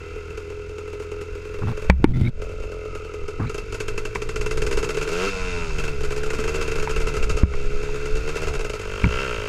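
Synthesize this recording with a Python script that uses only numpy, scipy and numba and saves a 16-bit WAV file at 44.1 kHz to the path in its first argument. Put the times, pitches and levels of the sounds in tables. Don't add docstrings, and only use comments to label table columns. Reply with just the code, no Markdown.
import sys
import numpy as np
from scipy import signal
from scipy.io import wavfile
from scipy.ndimage import uniform_filter1d
from numba import njit

SR = 44100
rng = np.random.default_rng(int(sys.argv[2]) if len(sys.argv) > 2 else 0)


def bounce(signal):
    frames = np.transpose(np.atleast_2d(signal))
    limited = np.clip(frames, -1, 1)
    pcm = np.round(limited * 32767).astype(np.int16)
    wavfile.write(sys.argv[1], SR, pcm)


N = 418068
T = np.arange(N) / SR

# (time [s], crank speed before surges [Hz], puff of each turn [dB], rasp of each turn [dB])
ENGINE_COURSE = [(0, 40.53, -34, -39.5), (.7, 41.46, -34.5, -42.5), (1.6, 40.63, -35, -41),
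                 (1.9, 42.9, -38.5, -40.5), (2.4, 42.6, -35, -42), (2.7, 42.63, -34.5, -42.5),
                 (3.0, 42.05, -34, -40), (3.3, 41.23, -34, -42), (3.55, 50.27, -34, -40.5),
                 (3.93, 50.94, -32, -39.5), (4.33, 57.2, -32, -40), (4.62, 65.4, -27, -37.5),
                 (4.88, 69.34, -25, -35.5), (5.07, 75.8, -26.5, -32.5), (5.15, 84.6, -19.5, -20),
                 (5.246, 97.5, -12, -16), (5.27, 100.1, -22, -19.5), (5.292, 98, -26, -17),
                 (5.305, 99.2, -45, -26), (5.35, 94.3, -29, -28), (5.5, 89.15, -70, -26),
                 (5.72, 79.4, -32, -29), (5.81, 77.15, -31, -32.5), (5.99, 69.8, -31.5, -37),
                 (6.34, 73.1, -28.5, -35), (6.6, 77.04, -25, -31), (6.82, 71.15, -30, -34),
                 (7.0, 74.1, -28.5, -33), (7.3, 71.4, -29, -34.5), (7.58, 68.94, -30.5, -34),
                 (8.13, 73.25, -28.5, -33), (8.45, 79.8, -28.5, -32.5), (8.62, 62.3, -33, -37.5),
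                 (8.79, 49.55, -41, -36), (8.85, 48.7, -24, -24.5), (9.0, 50.42, -23, -20.5),
                 (9.21, 68.1, -19.5, -17), (9.4, 52.77, -23, -21), (9.48, 52.14, -21.5, -20.5)]
# (time [s], crack [dB], share with which the next turn fires too [0-1])
FIRING_TURNS = [(0.158, -51, 0.5), (0.303, -45, 0), (0.373, -37, 0.16), (0.4995, -44, 0), (0.692, -47, 0),
                (0.781, -38.5, 0), (0.876, -44, 0.1), (0.9295, -41.5, 0), (0.997, -39.5, 0.8),
                (1.1147, -39.5, 0), (1.211, -36, 0.06), (1.351, -44, 0.2), (1.4507, -44, 0.1),
                (1.5397, -42, 0), (1.586, -44, 0), (1.772, -39, 0.4), (1.819, -41, 0.6), (2.4166, -37, 0.2),
                (2.491, -47, 0.6), (2.599, -47, 0.8), (2.634, -47, 0.1), (2.716, -41, 0.2), (2.852, -46, 0),
                (2.9498, -36, 0.2), (3.0465, -44, 0.1), (3.137, -39.5, 0), (3.28, -34.5, 0.13),
                (3.494, -32.5, 0), (3.543, -31, 0), (3.579, -31.5, 0), (3.723, -31, 1), (3.8012, -26, 0.03),
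                (3.88, -27, 0), (3.976, -26, 0), (4.0506, -28, 0), (4.149, -27.5, 0), (4.2173, -29.5, 0),
                (4.2891, -29.5, 0.1), (4.3582, -26.5, 0), (4.41, -27.5, 0.06), (4.46, -27.5, 0),
                (4.509, -26, 0.1), (4.572, -26.5, 0), (4.618, -25, 0.02), (4.664, -24.5, 0.01),
                (4.7102, -26.5, 0.8), (4.771, -24.5, 0.4), (4.827, -28.5, 0.9), (4.8894, -26, 0.46),
                (4.9441, -33, 0), (4.969, -28.5, 0.25), (5.011, -28.5, 0.84), (5.074, -30.5, 0.8),
                (5.116, -31, 0.68), (5.783, -28.5, 0.58), (5.8369, -31, 0.4), (5.877, -33, 0.2),
                (6.006, -34, 0.04), (6.033, -31, 0.75), (6.105, -31.5, 0.9), (6.162, -32, 0.85),
                (6.232, -29.5, 0.1), (6.26, -34, 0), (6.302, -28, 0.02), (6.332, -30.5, 0.6),
                (6.3857, -31.5, 0.95), (6.438, -29.5, 0.03), (6.4758, -28.5, 0.64), (6.542, -28.5, 0.84),
                (6.611, -27, 0.54), (6.677, -28.5, 0), (6.715, -29, 0), (6.755, -28.5, 0),
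                (6.782, -34, 0.92), (6.8245, -29, 0.36), (6.8935, -28.5, 0.67), (6.96, -27.5, 0.2),
                (7, -31.5, 0.85), (7.069, -28, 0.66), (7.138, -31, 0.37), (7.166, -28.5, 0),
                (7.2247, -27, 0.6), (7.294, -25, 0.4), (7.3681, -28.5, 0.6), (7.829, -33.5, 0.3),
                (7.9427, -37.5, 1), (8.055, -31.5, 0.1), (8.1533, -29.5, 0.5), (8.275, -31.5, 1),
                (8.355, -29.5, 0.92), (8.4176, -31, 0.7), (8.469, -31, 0.72), (8.536, -31, 0.86),
                (8.5915, -32, 0.97), (8.6444, -29.5, 0.24), (8.695, -28.5, 0.02), (8.733, -30, 0.43),
                (8.7936, -32.5, 0.7)]
# (start [s], end [s], evenness [0-1])
EVEN_STRETCHES = [(5.11, 5.76, .88), (7.5, 8.3, .6), (8.82, 9.6, .95)]
COAST_TIMES = (5.295, 5.332, 5.62, 5.769)
# (multiple of crank speed, level [dB])
COAST_TONES = [(3, -44), (4, -46), (5, -33.5), (6, -62), (7, -47), (8, -55), (9, -53), (10, -54),
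               (11, -45.5), (12, -48), (13, -53), (14, -58), (15, -45), (16, -63)]
# (frequency [Hz], width [Hz], level [dB])
COAST_MODES = [(2690, 53, -1), (3650, 94, -11)]
# (frequency [Hz], width [Hz], level [dB])
PIPE_MODES = [(292, 28.4, -8.5), (424.1, 34, 5), (496.6, 94, -9)]
# (frequency [Hz], width [Hz], level [dB])
PIPE_UPPER_MODES = [(625, 20, -5.5), (831, 180, -10), (1000, 710, -12), (1461, 49, -12)]
# (frequency [Hz], width [Hz], level [dB])
BARK_MODES = [(1541, 46, 0.5), (2100, 120, -47), (2700, 1350, -20.5), (3120, 156, -7), (2670, 59, -7.5)]
# (frequency [Hz], width [Hz], level [dB])
LOW_BARK_MODES = [(195, 60, -9), (475, 90, 0), (545, 60, -5)]
# (frequency [Hz], width [Hz], level [dB])
HOUSING_MODES = [(952, 100, -9.5), (1400, 181, -1), (2050, 49, -4), (2285, 280, -8.5), (2675, 80, 0),
                 (3125, 180, -16)]
# (frequency [Hz], width [Hz], level [dB])
METAL_MODES = [(3664, 396, 1.5), (4380, 124, 4), (4870, 770, -1.5), (6720, 570, 0), (7720, 640, -4.5),
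               (9980, 1800, -13), (11250, 190, -11), (13500, 850, -66)]
# (multiple of crank speed, level [dB])
FRAME_TONES = [(2, -40), (3, -54.5), (4, -58.5), (6, -64)]
# (time [s], body of the pipe [dB], its upper body [dB],
# ring of the housing [dB], once-a-turn shake of the frame [dB])
RIDER_LEAN = [(0, -15, -16, -2, -57), (1.2, -20, -27, 2, -42), (1.8, 1, -20, -23, -45),
              (2.4, 4, -8, -1, -40), (2.9, 0, -12, 5.5, -41), (3.4, -17, -22, 4, -46),
              (4.2, -28, -23, -15, -44), (5.0, -13.5, -19.5, -8, -45), (5.8, -14, -9, -5, -40),
              (6.6, -16, -17, -11, -34), (7.4, -2, -9, 3, -48), (8.0, -12, -15, -10, -38),
              (8.35, -5, -12, -7, -45), (8.5, -11, -2, -6, -29.5), (8.7, 2, -7, 0, -47),
              (8.85, -7.5, -21, -11, -42), (9.2, -4, -19, -6, -40), (9.48, 0, -24, -8, -41)]
# (time [s], push [dB], signed size of the push and swing, contact time [ms],
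# swing of the mount [dB], click [dB])
HOUSING_KNOCKS = [(1.899, 3, 0.99, 0.98, 3.5, 2), (2, -3, 0.51, 4, -25, -46),
                  (2.043, 40, -0.28, 1.65, 13, 8.5), (3.401, -15.5, -0.88, 1.66, -28, -48),
                  (4.157, -30, -0.83, 0.76, -29, -20), (5.704, -50, 0.75, 0.4, -52, -28),
                  (6.389, -14, 0.67, 2.1, -39, -30), (6.874, -44, 0.99, 0.34, -58, -18.5),
                  (7.266, -56, 0.89, 0.694, -50, -44), (7.434, 14, 0.27, 6.3, 1.5, -24),
                  (7.538, -62, 1, 1.2, -70, -23), (7.89, -46, 1, 0.64, -65, -31),
                  (9.041, 10, 0.066, 2.7, 12.5, -15)]
# (frequency [Hz], level [dB], time to fall by 60 dB [s])
MOUNT_MODES = [(65.4, 6.5, 0.36), (99, -32, 0.5), (182.3, 3, 0.14), (41, -11.5, 0.9)]
# (frequency [Hz], width [Hz], level [dB])
SHELL_MODES = [(950, 133, 6.5), (1470, 43, -1), (2320, 150, 5.5), (1900, 1200, -2)]
# (start [s], length [s], judder [dB], judder rate [Hz], scrape relative to judder [dB])
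HOUSING_RUBS = [(1.606, 0.042, -23, 114, -35), (1.647, 0.069, -23.5, 108.4, -23),
                (2.055, 0.062, 0, 117.1, -31.5), (2.123, 0.1, -2, 128, -29.5),
                (2.216, 0.068, -1.5, 124, -28.5), (3.385, 0.087, -22.5, 108.4, -30),
                (9.031, 0.038, -13.5, 108.3, -40)]
# (start [s], length [s], level [dB], pitch [Hz], end pitch [Hz], width [Hz])
SHELL_SCRAPES = [(1.619, 0.016, -38.5, 1260, 980, 500), (1.668, 0.034, -38.5, 960, 1100, 700),
                 (1.713, 0.016, -42, 1010, 990, 600), (2.135, 0.041, -27.5, 2050, 2050, 160),
                 (2.18, .04, -35, 2070, 2050, 195), (2.212, 0.04, -31, 2120, 2060, 140),
                 (2.243, 0.04, -23.5, 2116, 2260, 262), (3.395, 0.0094, -31, 1080, 920, 343),
                 (3.405, 0.049, -38.5, 1160, 1300, 500), (3.461, 0.03, -44.5, 2240, 2400, 400)]
# (multiple of the pitch, level [dB])
SCRAPE_BANDS = [(.66, -3), (1, 2.5), (1.72, -7.5)]
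# (time [s], buffeting [dB], slow heave relative to it [dB])
WIND_COURSE = [(0, -31, -10), (.7, -35, -9), (1.4, -32.5, -6), (1.75, -31, 0.5), (2.0, -10.5, -8),
               (2.1, 6, 3), (2.35, -21, -6), (2.8, -32.5, 0), (3.2, -30.5, -6), (3.7, -25.5, -10),
               (4.2, -36, 7), (4.4, -23, 3), (4.8, -19.5, -3.5), (5.1, -30.5, 0), (5.4, -25, -3.5),
               (5.75, -21.5, 0.5), (6.1, -25, 3), (6.4, -28, 2.5), (6.9, -23.5, -1), (7.3, -18.5, 3.5),
               (7.6, -27, 7), (7.9, -27.5, 3.5), (8.12, -24, 8.5), (8.3, -31.5, 6.5), (8.5, -24, -0.5),
               (8.9, -30.5, -6.5), (9.15, -24, -2.5), (9.48, -27, -10)]

USUAL_EVENNESS, EVEN_OUT_S = .47, .08
SURGE_SHARE, SURGE_T60_S = 0.03, 0.39
IDLE_HZ, MOST_GULP, GULP_ENDS_HZ = 37.9, 0.71, 47
CLATTER_DB, CLATTER_DB_PER_HZ, CLATTER_PER_RASP = -44.5, 0.1812, 0.44
THUMP_DB, THUMP_PER_CRACK = -20, 0.56
AGAIN_THUMP = .6
JITTER_S, RASP_SCATTER_DB = .00012, 5.5
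ECHO_S, ECHO_DB = 0.002173, (-6, -15, -6.5, -27)
TUNING_SPREAD, TUNED_BELOW_HZ = .04, 1800
RUB_ATTACK_S, RUB_RELEASE_S = 0.025, 0.018
SCRAPE_EDGE_S, SCRAPE_GRAIN_DB = 0.00245, 2
CLICK_TOP_HZ = 3300
GAIN_TOP_DB, GAIN_RATIO, GAIN_ATTACK_S, GAIN_RELEASE_S = -14.5, 19, 0.0079, 0.062
CLIP_KNEE, TOP_HZ = 8.4, 15500


def undb(db):
    return 10 ** (np.asarray(db) / 20)


def unit(x):
    return x / np.sqrt(np.mean(x ** 2))


def noise():
    return rng.standard_normal(N)


def curve(table):
    s, *columns = np.transpose(table)
    return [np.interp(T, s, c) for c in columns]


def band(x, hz, width):
    return signal.lfilter(*signal.iirpeak(hz, hz / width, fs=SR), x)


def steep_band(x, hz, width):
    return band(band(x, hz, width), hz, 2 * width)


def above(x, hz, order=3):
    return signal.sosfilt(signal.butter(order, hz, "high", fs=SR, output="sos"), x)


def below(x, hz, order):
    return signal.sosfilt(signal.butter(order, hz, fs=SR, output="sos"), x)


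def ring(x, modes):
    return sum((-1) ** k * undb(db) * band(x, hz, width) for k, (hz, width, db) in enumerate(modes))


def tone(turns):
    return np.sqrt(2) * np.sin(2 * np.pi * turns)


def clicks(times, sizes):
    out, at = np.zeros(N + 2), np.clip(times * SR, 0, N)
    np.add.at(out, at.astype(int), sizes * (1 - at % 1))
    np.add.at(out, at.astype(int) + 1, sizes * (at % 1))
    return out[:N]


def fade(x, t60):
    return signal.lfilter([1], [1, -np.exp(-np.log(1000) / (t60 * SR))], x)


def wraps(turns):
    return np.interp(np.arange(np.ceil(turns[0]), turns[-1]), turns, T)


@njit
def follow(x, attack, release):
    out, e = np.empty(len(x)), 0.
    for i in range(len(x)):
        e += (abs(x[i]) - e) * (attack if abs(x[i]) > e else release)
        out[i] = e
    return out


def engine():
    hz, puff_db, rasp_db = curve(ENGINE_COURSE)
    s, crack_db, again = np.transpose(FIRING_TURNS)
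    even = USUAL_EVENNESS + sum((e - USUAL_EVENNESS) * (T > start) * (T < end)
                                for start, end, e in EVEN_STRETCHES)
    even = uniform_filter1d(even, size=int(EVEN_OUT_S * SR))
    gulp = MOST_GULP * np.clip((GULP_ENDS_HZ - hz) / (GULP_ENDS_HZ - IDLE_HZ), 0, 1)
    gulp = gulp * np.minimum(2 - 2 * even, 1)
    clatter_db = CLATTER_DB + CLATTER_DB_PER_HZ * (hz - IDLE_HZ) + CLATTER_PER_RASP * (rasp_db - rasp_db[0])
    coast = np.interp(T, COAST_TIMES, [0, 1, 1, 0])
    load = np.clip((even - .62) / .3, 0, 1)
    load = load * (np.abs(T - np.mean(COAST_TIMES)) > np.ptp(COAST_TIMES) / 2)

    kick = fade(clicks(s, np.ones(len(s))), t60=SURGE_T60_S)
    surge = uniform_filter1d(kick - uniform_filter1d(kick, size=SR // 5), size=SR // 50)
    hz = hz * (1 + SURGE_SHARE * surge)
    spin = np.cumsum(hz) / SR
    lead = np.interp(T, s, np.unwrap(np.interp(s, T, spin), period=1))
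    turns = spin - uniform_filter1d(lead, size=SR // 2, mode="nearest")
    times = wraps(turns)
    chance = rng.standard_normal((3, len(times))) * (1.1 - np.interp(times, T, even))

    fired = np.r_[s, s + 1 / np.interp(s, T, hz)]
    share = np.r_[np.ones(len(s)), np.abs(again)]
    crack = share * np.tile(undb(crack_db), 2)
    thump_db = THUMP_DB + THUMP_PER_CRACK * (crack_db + 23.5)
    thump = share ** AGAIN_THUMP * np.tile(undb(thump_db), 2)
    puff = undb(np.interp(times, T, puff_db) + 3.2 * chance[0] + 19.5)
    puff = puff * np.sqrt(SR / np.interp(times, T, hz))
    nearest = np.abs(times[:, None] - s).argmin(axis=0)
    blow = undb(43.5) * thump + np.r_[puff[nearest], 0 * s]
    puff[nearest] = 0

    strokes = clicks(times + 0.002295, puff) + clicks(fired + 0.002057, blow)
    half_turn = .5 / np.interp(fired, T, hz)
    strokes = strokes + clicks(fired + 0.00198 + half_turn, blow * np.interp(fired, T, gulp))
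    half_turn = .5 / np.interp(times, T, hz)
    strokes = strokes + clicks(times + 0.00217 + half_turn, puff * np.interp(times, T, gulp))
    stream = undb(puff_db - 14 * even ** 2 + 14.5) * noise()

    rasp_sizes_db = np.interp(times, T, rasp_db) + RASP_SCATTER_DB * chance[1]
    rasp = undb(rasp_sizes_db + 4.5 * np.interp(times, T, even) + 4.5)
    puffs = clicks(times + 0.001587 + JITTER_S * chance[2], rasp)
    puffs = puffs + clicks(fired + 0.001957, undb(18) * crack)
    snap = pipe_echoes(puffs)
    swirl = fade(puffs, t60=0.068) * (1 - even) + undb(-4) * fade(puffs, t60=0.022) * even
    swirl = swirl * noise()
    burst = swirl * undb(2 - 10 * load) + undb(10 * load + 15) * snap
    drone = undb(rasp_db - 12 * even ** 2 - 4 * load - 3 * coast + 16) * noise()
    pulse_db = 5 * (0.14 + 0.4 * load) * np.cos(2 * np.pi * (turns - .2))
    ticks = undb(29) * coast * band(clicks(times, rasp), 2300, 3000)
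    air = burst + drone * undb(pulse_db) + ticks

    sound = pipe_body(strokes, stream, load, coast, fired, thump)
    sound = sound + bark(snap, swirl, strokes, load, fired, crack)
    sound = sound + housing(air, coast * drone) + metal(clatter_db, turns, fired, crack)
    return sound + frame_shake(turns, fired, thump) + coast_tones(turns, coast)


def pipe_body(strokes, stream, load, coast, fired, thump):
    body_db, upper_db, _, _ = curve(RIDER_LEAN)
    pipe = above(ring(band(strokes + stream, 225, 550), PIPE_MODES), 301) * undb(-9 * load)
    pipe = pipe + undb(body_db - 11.5) * steep_band(strokes, 563, 150)
    pipe = below(pipe, 640, order=3)
    pipe = pipe + undb(upper_db - 11) * steep_band(strokes, 697, 125)
    drive = undb(3.6 * load - 16) * (strokes + stream) + undb(8) * coast * stream
    drive = drive + undb(9) * fade(clicks(fired, thump), t60=0.18) * noise()
    return pipe + above(ring(drive, PIPE_UPPER_MODES), 283)


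def pipe_echoes(pulses):
    repeats = sum(undb(db) * np.roll(pulses, int(k * ECHO_S * SR)) for k, db in enumerate(ECHO_DB))
    return band(band(repeats, 1100, 4200), 1100, 4200)


def bark(snap, swirl, strokes, load, fired, crack):
    loaded = undb(3) * ring(load * (undb(24) * snap + undb(-13) * swirl), BARK_MODES)
    low = undb(-9) * ring(load * band(strokes, 260, 310), LOW_BARK_MODES)
    lone = undb(44) * ring(pipe_echoes(clicks(fired + 0.00199, crack)), BARK_MODES)
    return loaded + low + lone


def housing(air, coast_drone):
    waver = unit(band(band(noise(), 10.5, 20), 10.5, 20))
    angle = np.pi / 4 * (1 + np.tanh(waver))

    def tuned(share):
        return ring(air, [(f * (1 + share * (f < TUNED_BELOW_HZ)), width, db) for f, width, db in HOUSING_MODES])

    shell = np.sin(angle) ** 2 * tuned(TUNING_SPREAD / 2) + np.cos(angle) ** 2 * tuned(-TUNING_SPREAD / 2)
    shell = shell + ring(coast_drone, COAST_MODES)
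    ring_db = curve(RIDER_LEAN)[2]
    shell = shell + undb(ring_db) * band(air, 1262, 74)
    return above(shell, 910)


def metal(clatter_db, turns, fired, crack):
    gas = fade(clicks(fired, undb(1) * crack), t60=0.11) + fade(clicks(fired, undb(-13.5) * crack), t60=0.086)
    gas = band(band(gas, 1.45, 800), 1.45, 800) * noise()
    clatter = undb(clatter_db) * (1 + 0.22 * np.cos(2 * np.pi * turns)) * noise()
    parts = ring(gas + band(band(clatter, 3260, 4800), 3700, 13000), METAL_MODES)
    parts = parts + undb(-26.5) * band(gas + undb(-9) * clatter, 10000, 2700)
    hiss = undb(-37) * above(band(clatter, 11400, 5000), 10300)
    return above(parts, 4220) + hiss


def frame_shake(turns, fired, thump):
    rock_db = curve(RIDER_LEAN)[3]
    shake = sum(undb(db) * tone(k * turns) for k, db in FRAME_TONES) + undb(rock_db) * tone(turns)
    return shake + undb(33) * steep_band(clicks(fired + .002, thump), 140, 137)


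def coast_tones(turns, coast):
    out = 0
    for k, db in COAST_TONES:
        flicker_db = 2 * unit(band(band(noise(), 9, 26.3), 11, 28))
        out = out + undb(db + flicker_db) * np.sqrt(2) * np.sin(2 * np.pi * k * turns + k * k) * coast
    return out


def knocks():
    out, t = np.zeros(N + SR), np.arange(SR // 4) / SR
    swing = sum(undb(db) * np.sin(2 * np.pi * hz * t) * 1000 ** (-t / t60) for hz, db, t60 in MOUNT_MODES) / 2
    tap = 1. * (t == 0)
    for s, push_db, sign, ms, swing_db, click_db in HOUSING_KNOCKS:
        contacts = t * 1000 / ms
        push = np.sin(np.pi * contacts) * np.minimum(contacts / 0.27, 1) * np.exp(-.45 * contacts)
        rattle = rng.standard_normal(len(t)) * (1000 ** (-t / 0.015) + undb(-13) * 1000 ** (-t / 0.08))
        click = ring(8 * tap + rattle, SHELL_MODES)
        click = click + undb(8) * band(tap, 1900, 3300)
        click = below(click, CLICK_TOP_HZ, order=4)
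        grit = band(above(rng.standard_normal(len(t)), CLICK_TOP_HZ), 5000, 6000) * 1000 ** (-t / .05)
        click = click + undb(-40) * grit
        at = int(s * SR)
        out[at:at + len(t)] += sign * (undb(push_db) * push + undb(swing_db) * swing)
        out[at:at + len(t)] += undb(click_db + 8.5) * click
    return out[:N]


def rubs():
    out = 0
    for s, length, db, hz, scrape_db in HOUSING_RUBS:
        on = np.interp(T - s, [0, RUB_ATTACK_S, length, length + RUB_RELEASE_S], [0, 1, 1, 0])
        times = wraps(hz * T)
        chance = rng.standard_normal((2, len(times)))
        tugs = clicks(times + 0.00097 * chance[0], undb(2.3 * chance[1]))
        judder = ring(tugs, [(80, 20, 9.5), (128, 94, 1.5), (248.5, 35.4, -2), (343, 16, -7)])
        judder = unit(band(judder, 93, 320))
        grains = fade(tugs, t60=0.038) * noise()
        scrape = unit(ring(grains, [(2360, 520, 3.9), (1360, 60, 13), (3160, 1400, 1.3), (860, 84, 3.8)]))
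        out = out + on * undb(db) * (judder + undb(scrape_db) * scrape)
    return out


def scrapes():
    out = np.zeros(N)
    for s, length, db, hz, end_hz, width in SHELL_SCRAPES:
        t = np.arange(int((length + SCRAPE_EDGE_S) * SR)) / SR
        chance = rng.standard_normal((4, 8192))

        def soft(x, cut):
            return unit(below(x, cut, order=2))[-len(t):]

        phase = 2 * np.pi * np.cumsum(hz + (end_hz - hz) * t / length) / SR
        bands = sum(undb(d) * soft(c, width / 2) * np.cos(k * phase)
                    for (k, d), c in zip(SCRAPE_BANDS, chance))
        on = np.interp(t, [0, SCRAPE_EDGE_S, length, length + SCRAPE_EDGE_S], [0, 1, 1, 0])
        grain_db = SCRAPE_GRAIN_DB * soft(chance[3], 130)
        out[int(s * SR):][:len(t)] += on * bands * undb(db + grain_db)
    return out


def wind():
    wind_db, heave_db = curve(WIND_COURSE)
    heave = undb(heave_db) * unit(band(band(noise(), 12.2, 9.3), 8.3, 24.4))
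    rumble = undb(-8.5) * unit(band(band(noise(), 30, 32.5), 32, 65))
    flutter = undb(-20) * unit(band(band(noise(), 62, 110), 80, 170))
    gusts = undb(2 * unit(band(band(noise(), 2.37, 4.8), 2.37, 4.8)))
    return undb(wind_db) * gusts * (above(heave + rumble, 6, order=1) + flutter)


def scene():
    return (engine() + knocks() + rubs() + scrapes() + wind())[None]


def record(dry):
    peak = follow(dry[0], 1 / (GAIN_ATTACK_S * SR), 1 / (GAIN_RELEASE_S * SR))
    gain = np.minimum(1, undb(GAIN_TOP_DB) / (peak + 1e-9)) ** (1 - 1 / GAIN_RATIO)
    level = gain * dry
    rounded = level / (1 + np.abs(level) ** CLIP_KNEE) ** (1 / CLIP_KNEE)
    return signal.sosfilt(signal.ellip(8, .2, 70, TOP_HZ, fs=SR, output="sos"), rounded)


dry = scene()
out = record(dry)
bounce(out)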